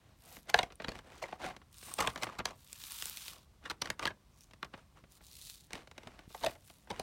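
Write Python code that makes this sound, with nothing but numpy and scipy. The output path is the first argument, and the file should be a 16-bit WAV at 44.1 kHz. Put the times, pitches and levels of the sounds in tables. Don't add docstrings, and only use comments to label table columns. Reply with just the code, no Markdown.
import sys
import numpy as np
from scipy import signal
from scipy.io import wavfile
from scipy.ndimage import uniform_filter1d

SR = 44100
rng = np.random.default_rng(int(sys.argv[2]) if len(sys.argv) > 2 else 0)


def bounce(signal):
    frames = np.transpose(np.atleast_2d(signal))
    limited = np.clip(frames, -1, 1)
    pcm = np.round(limited * 32767).astype(np.int16)
    wavfile.write(sys.argv[1], SR, pcm)


N = 309972

EDGES_HZ = np.geomspace(22, 17000, 21)
BAND_HZ, BAND_WIDTH_HZ = np.sqrt(EDGES_HZ[1:] * EDGES_HZ[:-1]), np.diff(EDGES_HZ)
BANK = [signal.butter(2, pair, "band", fs=SR, output="sos") for pair in zip(EDGES_HZ, EDGES_HZ[1:])]
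BLOW_SAMPLES = SR // 100

# frequency in Hz, relative level in dB per Hz.
SHELL_SPECTRUM = [(50, 0), (400, 2), (700, 1.5), (1200, -3.5), (1700, -1), (2700, -4.5), (3900, -6.5),
                  (5600, -12.5), (8000, -19.5), (15000, -32)]
# start in seconds, thump in dB, hollowness in dB,
# bark near 1.2 kHz in dB, pitch of the hollow in Hz, factor by which the fingers widen its modes.
HOLDS = [(0, -10, 7, -5, 700, 1.05), (0.7, 2.5, 3, -5, 675, 1.5), (1.1, -1, 10, 1, 787, 3.6),
         (1.3, 0.5, 10.5, -14, 736, 4.6), (1.54, -2.5, 1, 12, 760, 2.7), (2.301, -12, -4, 11, 740, 1.9),
         (3.5, -6, -6, 8.5, 718, 5), (5.6, -1, 0, -13, 510, 3.1), (6.3, -1, 12.5, -13, 695, 1.6),
         (6.8, 10, 11, -8.5, 750, 3.2)]


def from_db(db):
    return 10 ** (np.asarray(db) / 20)


def blow_gain(db):
    return np.sqrt(BLOW_SAMPLES) * from_db(db)


def unit_energy(x):
    return x / np.sqrt(np.sum(x ** 2, axis=-1, keepdims=True) + 1e-20)


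def rms_one(x):
    return unit_energy(x) * np.sqrt(x.shape[-1])


def per_band(points):
    hz, value = np.transpose(points)
    return np.interp(np.log(BAND_HZ), np.log(hz), value)


def band_gains(spectrum):
    return unit_energy(from_db(per_band(spectrum)) * np.sqrt(BAND_WIDTH_HZ))


def add(out, start_s, sound):
    i = max(0, round(start_s * SR))
    out[i:i + len(sound)] += sound[:max(0, N - i)]


def resonate(x, modes):
    out = 0
    for hz, width_hz, db in modes:
        r = np.exp(-np.pi * width_hz / SR)
        poles = [1, -2 * r * np.cos(2 * np.pi * hz / SR), r * r]
        out = out + from_db(db) * (1 - r * r) / 2 * signal.lfilter([1, 0, -1], poles, x + 1e-18)
    return out


def dying_noise(t60_s, count, size):
    return rng.standard_normal((count, size)) * from_db(-60 * np.arange(size) / SR / t60_s)


def coloured(spectrum, source):
    return sum(gain * rms_one(signal.sosfilt(band, source() + 1e-18))
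               for band, gain in zip(BANK, band_gains(spectrum)))


def grains(spectrum, per_s, spread_db, ring_s, smooth):
    sizes = from_db(spread_db * np.minimum(rng.exponential(1, N), 4))
    slips = (rng.random(N) < per_s / SR) * sizes ** 2
    power = signal.lfilter([1], [1, -np.exp(-2 / (ring_s * SR))], slips + 1e-12)
    power = power / (uniform_filter1d(power, size=2200) + 1e-9)
    envelope = np.sqrt((np.abs(power) + smooth) / (1 + smooth))
    return rms_one(coloured(spectrum, lambda: envelope * rng.standard_normal(N)))


def ticks(spectrum, t60_s, count, size):
    return sum(gain * unit_energy(signal.sosfilt(band, dying_noise(t60_s, count, size)))
               for band, gain in zip(BANK, band_gains(spectrum)))


def blows(events, spectrum, t60_s, size):
    out = np.zeros(N)
    for (start_s, db), sound in zip(events, ticks(spectrum, t60_s, len(events), size)):
        add(out, start_s, blow_gain(db) * sound)
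    return out


def cushioned(x, hz):
    return signal.sosfilt(signal.butter(2, hz, fs=SR, output="sos"), x + 1e-18)


def judder(step_s):
    return rms_one(np.interp(np.arange(N) / SR / step_s, np.arange(2000), rng.standard_normal(2000)))


def grip_at(s):
    held_from_s, *colour_db, _, _ = np.transpose(HOLDS)
    return np.array(colour_db)[:, np.searchsorted(held_from_s[1:], s)]


def room_tone():
    # frequency in Hz, relative level in dB per Hz.
    tone_spectrum = [(20, -6), (35, -11), (55, 7.5), (80, -2), (130, -3), (300, -15.5), (600, -24.5),
                     (1500, -32.5), (4000, -28.5), (15500, -39)]
    level_db = -64.5
    return from_db(level_db) * coloured(tone_spectrum, lambda: rng.standard_normal(N))


def finger_pressure():
    # start in seconds, length in seconds, mid-stroke level in dB.
    strokes = [(0, 0.17, -70), (0.23, 0.16, -62), (0.477, 0.04, -54), (0.547, 0.093, -47.5),
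               (0.807, 0.14, -58.5), (0.938, 0.043, -51), (1.045, 0.18, -58), (1.212, 0.14, -54.5),
               (1.414, 0.083, -43), (1.854, 0.078, -55.5), (1.999, 0.098, -42.5), (2.174, 0.19, -53.5),
               (2.467, 0.049, -51.5), (3.252, 0.14, -64.5), (3.647, 0.027, -51), (3.825, 0.06, -51),
               (4.018, 0.048, -43), (4.73, 0.081, -61), (4.961, 0.034, -63), (5.721, 0.095, -52.5),
               (5.958, 0.3, -62), (6.43, 0.059, -43.5), (6.905, 0.16, -53.5)]
    resting_db = -77.5
    swell_db, land_db_per_s, lift_db_per_s = 5.5, 598.5, 322
    t, db = np.arange(N) / SR, resting_db
    for start_s, length_s, level_db in strokes:
        arch = swell_db * np.interp(t, [start_s, start_s + length_s], [-1, 1]) ** 2
        landing = land_db_per_s * np.maximum(start_s - t, 0)
        lifting = lift_db_per_s * np.maximum(t - start_s - length_s, 0)
        db = np.maximum(db, level_db - arch - landing - lifting)
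    return db


def rubbing(level_db, slide_db):
    # frequency in Hz, relative level in dB per Hz.
    friction_spectrum = [(60, 1.5), (400, 3), (750, 5), (1200, -1), (2200, -2), (4000, -9.5), (8000, -18),
                         (15000, -32)]
    db = finger_pressure()
    smooth = from_db(slide_db - db)
    return from_db(db + level_db) * grains(friction_spectrum, per_s=590, spread_db=3.0, ring_s=0.0012, smooth=smooth)


def hollow(drive):
    # multiple of the hollow's pitch, width in Hz before the hold widens it, gain in dB.
    hollow_modes = [(1, 28.03, -1.5), (1.25, 26, -2.5), (1.6, 68, -10), (2.3, 130, -8.5)]
    out, t = np.zeros(N), np.arange(N) / SR
    ends_s = [hold[0] for hold in HOLDS[1:]] + [N / SR]
    for (start_s, _, hollow_db, _, hz, damping), end_s in zip(HOLDS, ends_s):
        modes = [(hz * multiple, width_hz * damping, db) for multiple, width_hz, db in hollow_modes]
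        held = (t >= start_s) & (t < end_s)
        out += from_db(hollow_db) * resonate(drive * held, modes)
    return out


def card_hoot(rub):
    # frequency in Hz, width in Hz, gain in dB.
    card_mode = [(1130, 170, -2.5)]
    _, _, bark_db = grip_at(np.arange(N) / SR)
    return resonate(from_db(bark_db) * rub, card_mode)


def flexed(ring):
    share, step_s = 0.025, 0.03
    t = np.arange(N) / SR
    return np.interp(t + share * step_s * judder(step_s), t, ring)


def room(x, delay_s):
    # frequency in Hz, decay by 60 dB in seconds.
    room_t60 = [(100, 0.55), (800, 0.18), (5000, 0.049), (15000, 0.073)]
    # frequency in Hz, level of the tail in dB.
    room_return = [(100, -12.5), (800, -13.5), (2500, -14.5), (15000, -17.5)]
    size = SR // 2
    arrived = np.arange(size) / SR > delay_s
    tail = np.zeros(size)
    for band, width_hz, t60_s, db in zip(BANK, BAND_WIDTH_HZ, per_band(room_t60), per_band(room_return)):
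        echoes = signal.sosfilt(band, arrived * dying_noise(t60_s, 1, size)[0])
        tail += from_db(db) * np.sqrt(2 * width_hz / SR) * unit_energy(echoes)
    return signal.fftconvolve(x, tail)[:N]


def pull_effort(start_s, hardest_s, stop_s, level_db, build_db):
    ease_db, catch_db_per_s, stop_db_per_s = 18, 750, 600.5
    t = np.arange(N) / SR
    build = 1 - np.sin(np.pi / 2 * np.interp(t, [start_s, hardest_s], [0, 1]))
    db = level_db - build_db * build - ease_db * np.interp(t, [hardest_s, stop_s], [0, 1])
    return db - catch_db_per_s * np.maximum(start_s - t, 0) - stop_db_per_s * np.maximum(t - stop_s, 0)


def tearing(fizz_db, card_db, full_pull_db, full_per_s, least_per_s, merge_per_s):
    # start, hardest moment and stop in seconds, level in dB before fizz_db or
    # card_db, build-up in dB, rasp gain in dB, ring of the loosened flap in Hz, its gain in dB.
    pulls = [(0.165, 0.352, 0.45, -56, 22.5, -8.5, 12600, 4), (1.074, 1.195, 1.22, -69, 22, 1, 6040, 9),
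             (1.729, 1.905, 2.28, -52.5, 11, -6.5, 8600, 1), (2.544, 3.071, 3.317, -46, 25, -6, 13400, 0.5),
             (3.166, 3.3, 3.44, -54, 6, -5, 3000, 9.5), (4.26, 4.435, 4.5, -66, 31, -9, 5920, 8.5),
             (5.106, 5.179, 5.19, -62.5, 1.5, -11.5, 4520, -3),
             (5.227, 5.509, 5.67, -51.5, 10.5, -19.5, 3950, 6.5),
             (6.293, 6.49, 6.59, -58, 7, -2, 11600, -1), (6.6, 6.686, 6.9, -60.5, 14.5, -8, 9850, -4)]
    # frequency in Hz, relative level in dB per Hz.
    fizz_spectrum = [(500, -47), (2500, -6.5), (5000, -4.5), (9000, -0.5), (12000, -5), (15500, -6.5)]
    # frequency in Hz, relative level in dB per Hz.
    rasp_spectrum = [(350, -57), (650, -20), (1100, 3.5), (1900, -4), (3200, 3.5), (4300, 4), (6000, -3),
                     (10000, -9.5)]
    flap_width_hz, judder_db, judder_s = 900, 1, 0.008
    efforts = [from_db(np.maximum(pull_effort(*shape), -150)) for *shape, _, _, _ in pulls]
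    per_s = least_per_s + full_per_s * sum(efforts) / from_db(full_pull_db)
    fizz = from_db(fizz_db) * grains(fizz_spectrum, per_s, spread_db=4.0, ring_s=0.00022, smooth=per_s / merge_per_s)
    rasp = from_db(card_db) * grains(rasp_spectrum, per_s / 2, spread_db=3.0, ring_s=0.0028, smooth=0.1)
    out = 0
    for effort, (*_, rasp_db, flap_hz, flap_db) in zip(efforts, pulls):
        flap = resonate(fizz, [(flap_hz, flap_width_hz, flap_db)])
        out = out + effort * (fizz + from_db(rasp_db) * rasp + flap)
    return out * from_db(judder_db * judder(judder_s))


def taps():
    # start in seconds, level in dB.
    tap_events = [(0.367, -51), (0.722, -53), (0.8199, -48.5), (0.918, -47), (0.989, -50.5), (1.5646, -50),
                  (1.827, -52), (2.101, -47), (2.176, -45), (2.507, -50.5), (4.51, -59), (4.5344, -54),
                  (4.646, -50), (5.706, -52), (5.753, -45), (5.873, -54.5), (5.9124, -53), (5.979, -46.5),
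                  (6.033, -56), (6.072, -47.5), (6.191, -53), (6.699, -53.5)]
    return blows(tap_events, SHELL_SPECTRUM, t60_s=0.026, size=2000)


def bumps():
    # start in seconds, level in dB.
    bump_events = [(0.380, -53), (0.634, -42), (0.885, -39.5), (2.393, -43), (3.895, -46.5), (5.037, -57),
                   (5.741, -44.5), (6.069, -49), (6.277, -49)]
    cushion_hz = 253
    out = np.zeros(N)
    push = cushioned(cushioned(signal.unit_impulse(SR // 10), cushion_hz), cushion_hz)
    for start_s, db in bump_events:
        add(out, start_s, blow_gain(db) * unit_energy(push))
    return out


def shell(creases_per_s, crease_db, strain_s, strain_db, settle_s, settle_db, level_db):
    # flip time in seconds, level in dB before level_db, crumple time in seconds,
    # crispness in dB, pitch of the facet in Hz.
    snaps = [(0.493, -35, 0.0029, 5, 2010), (0.4990, -37, 0.00049, 13, 1670),
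             (0.5425, -13.5, 0.00015, -3, 1630), (0.5613, -39, 0.003, 6, 2080),
             (0.578, -39, 0.0007, 7, 2500), (0.589, -18, 0.0012, -4, 3710), (0.6306, -30, 0.0011, 3, 2170),
             (0.8452, -31.5, 0.0017, -9, 3800), (0.8827, -31, 0.000055, -8, 4460),
             (0.8902, -36.5, 0.00027, 4.5, 4270), (1.225, -36, 0.006, 4.5, 2300),
             (1.2387, -38, 0.00039, -38, 2300), (1.3257, -36, 0.00044, -26, 1500),
             (1.433, -35.5, 0.011, -5, 1500), (1.9872, -25.5, 0.0028, 2.5, 1240),
             (2.005, -24, 0.0024, 9.5, 1870), (2.024, -31.5, 0.0035, 8, 1200),
             (2.0731, -23, 0.00045, 2, 2730), (2.159, -31.5, 0.000076, -2, 2220),
             (2.223, -31, 0.0055, 7.5, 2160), (2.2331, -30, 0.00095, 9, 2640),
             (2.2419, -38.5, 0.0005, 11, 1930), (2.388, -30, 0.003, 1, 1180),
             (2.4552, -23, 0.000097, 3.5, 5930), (3.6566, -36, 0.0039, -7, 1710),
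             (3.6993, -31, 0.00057, 2.5, 3840), (3.706, -31.5, 0.00062, 1, 1230),
             (3.712, -31.5, 0.00078, 0, 1200), (3.8184, -24.5, 0.0014, 3.5, 5600),
             (3.857, -35.5, 0.0012, 2, 1770), (3.873, -36.5, 0.00034, -5, 2330),
             (3.9017, -25, 0.00064, 5.5, 1790), (3.9941, -31, 0.00036, 1.5, 1240),
             (4.027, -34.5, 0.00061, -2, 2400), (4.0544, -23, 0.00084, 1, 2400),
             (4.0679, -29.5, 0.00046, -8, 2940), (4.075, -27.5, 0.0013, -1, 1670),
             (4.6287, -30.5, 0.00027, -4, 1150), (5.732, -35, 0.000091, 8.5, 2250),
             (6.347, -43, 0.00089, 5, 1172), (6.436, -31, 0.0015, -1, 3700),
             (6.4468, -35, 0.00025, 11, 3740), (6.4635, -26.5, 0.00097, 4.5, 3220),
             (6.9035, -37, 0.0011, 3.5, 3420), (6.912, -40.5, 0.00055, 7.5, 3500),
             (6.9959, -36, 0.00045, 11, 4130)]
    # frequency in Hz, decay by 60 dB in seconds.
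    shell_t60 = [(150, 0.014), (700, 0.029), (2000, 0.017), (9000, 0.0069)]
    size, lead = 3000, 700
    body_share = 0.96
    facet_q, facet_db = 11.4, 5.5
    flip_s, db, crumple_s, crisp_db, facet_hz = np.transpose(snaps)
    count = len(flip_s)
    t = (np.arange(size) - lead) / SR

    creases = (rng.random((count, size)) < creases_per_s / SR) * rng.standard_normal((count, size))
    away = np.where(t < 0, -t, t / 2)
    crumple = from_db(crease_db) * np.exp(-away / crumple_s[:, None])
    strain = from_db(strain_db) * np.exp(-np.abs(t) / strain_s)
    settle = from_db(settle_db) * np.exp(-np.abs(t) / settle_s)
    clicks = creases * (crumple + np.where(t < 0, strain, settle))
    clicks[:, lead] += 1

    colour_db = []
    for thump, hollowness, bark, crisp in zip(*grip_at(flip_s), crisp_db):
        body = body_share * hollowness
        colour_db.append(per_band([(420, thump), (600, body), (850, body), (1200, bark),
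                                   (1450, 0.0095), (3200, 0), (6500, crisp)]))
    gains = blow_gain(np.array(colour_db) + db[:, None] + level_db) * band_gains(SHELL_SPECTRUM)

    sounds, out = 0, np.zeros(N)
    for band, t60_s, gain in zip(BANK, per_band(shell_t60), gains.T):
        ringing = signal.fftconvolve(clicks, dying_noise(t60_s, count, size), axes=1)[:, :size]
        sounds = sounds + gain[:, None] * unit_energy(signal.sosfilt(band, ringing))
    for start_s, hz, sound in zip(flip_s - lead / SR, facet_hz, sounds * signal.windows.tukey(size)):
        add(out, start_s, sound + resonate(sound, [(hz, hz / facet_q, facet_db)]))
    return out


def knocks():
    # start in seconds, level in dB before the treble is lost.
    knock_events = [(0.703, -51.5), (0.7995, -41.5), (1.5056, -46.5), (1.616, -56.5), (2.268, -40.5),
                    (2.399, -36.5), (4.1044, -45.5), (4.738, -44), (5.038, -58.5), (5.207, -59.5),
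                    (6.303, -58), (6.552, -55.5), (6.873, -57)]
    return cushioned(blows(knock_events, SHELL_SPECTRUM, t60_s=0.044, size=2000), hz=2940)


def pops(t60_s):
    # start in seconds, level of the tick in dB, ring in Hz.
    pop_events = [(0.756, -70, 9530), (1.9392, -47.5, 8650), (2.7295, -49.5, 7000), (4.408, -67, 5500),
                  (2.838, -51.5, 4250), (2.9197, -52, 9000), (3.0236, -43.5, 1330), (3.0563, -43.5, 7700),
                  (3.097, -48.5, 13600), (3.172, -49, 2950), (3.2812, -49.5, 2845), (5.472, -58.5, 4260),
                  (5.498, -56.5, 3800), (5.578, -70.5, 3660)]
    # frequency in Hz, relative level in dB per Hz.
    pop_spectrum = [(500, -10), (1500, -14), (3200, -4), (6000, -10), (9000, -4), (15000, -9.5)]
    ring_width_hz, ring_db = 1400, 9.5
    out = np.zeros(N)
    for (start_s, db, hz), tick in zip(pop_events, ticks(pop_spectrum, t60_s, len(pop_events), size=800)):
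        strip = resonate(tick, [(hz, ring_width_hz, ring_db)])
        add(out, start_s, blow_gain(db) * (tick + strip))
    return out


def scene():
    snap_ring_db, rub_ring_db = -5.5, -11.5
    rub = rubbing(level_db=0.5, slide_db=-67.5)
    card = tearing(fizz_db=-4.0, card_db=1.5, full_pull_db=-48.0, full_per_s=1200, least_per_s=220, merge_per_s=1700)
    snapping = shell(creases_per_s=5000, crease_db=-4.0, strain_s=0.006, strain_db=-33.5,
                     settle_s=0.044, settle_db=-36, level_db=-7.5)
    plastic = snapping + taps() + knocks()
    ring = hollow(from_db(snap_ring_db) * plastic + from_db(rub_ring_db) * rub)
    ring = flexed(ring + card_hoot(rub))
    pack = plastic + rub + ring + card + pops(t60_s=0.0037) + bumps()
    return (pack + room(pack, delay_s=0.00069) + room_tone())[None]


def record(dry):
    cutoff_hz = 16100
    heard = dry + resonate(dry, [(9300, 670, -7.5)]) - resonate(dry, [(10430, 550, -9.0)])
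    heard = signal.sosfilt(signal.butter(2, 32, "high", fs=SR, output="sos"), heard)
    return signal.sosfilt(signal.ellip(10, .2, 80, cutoff_hz, fs=SR, output="sos"), heard)


dry = scene()
out = record(dry)
bounce(out)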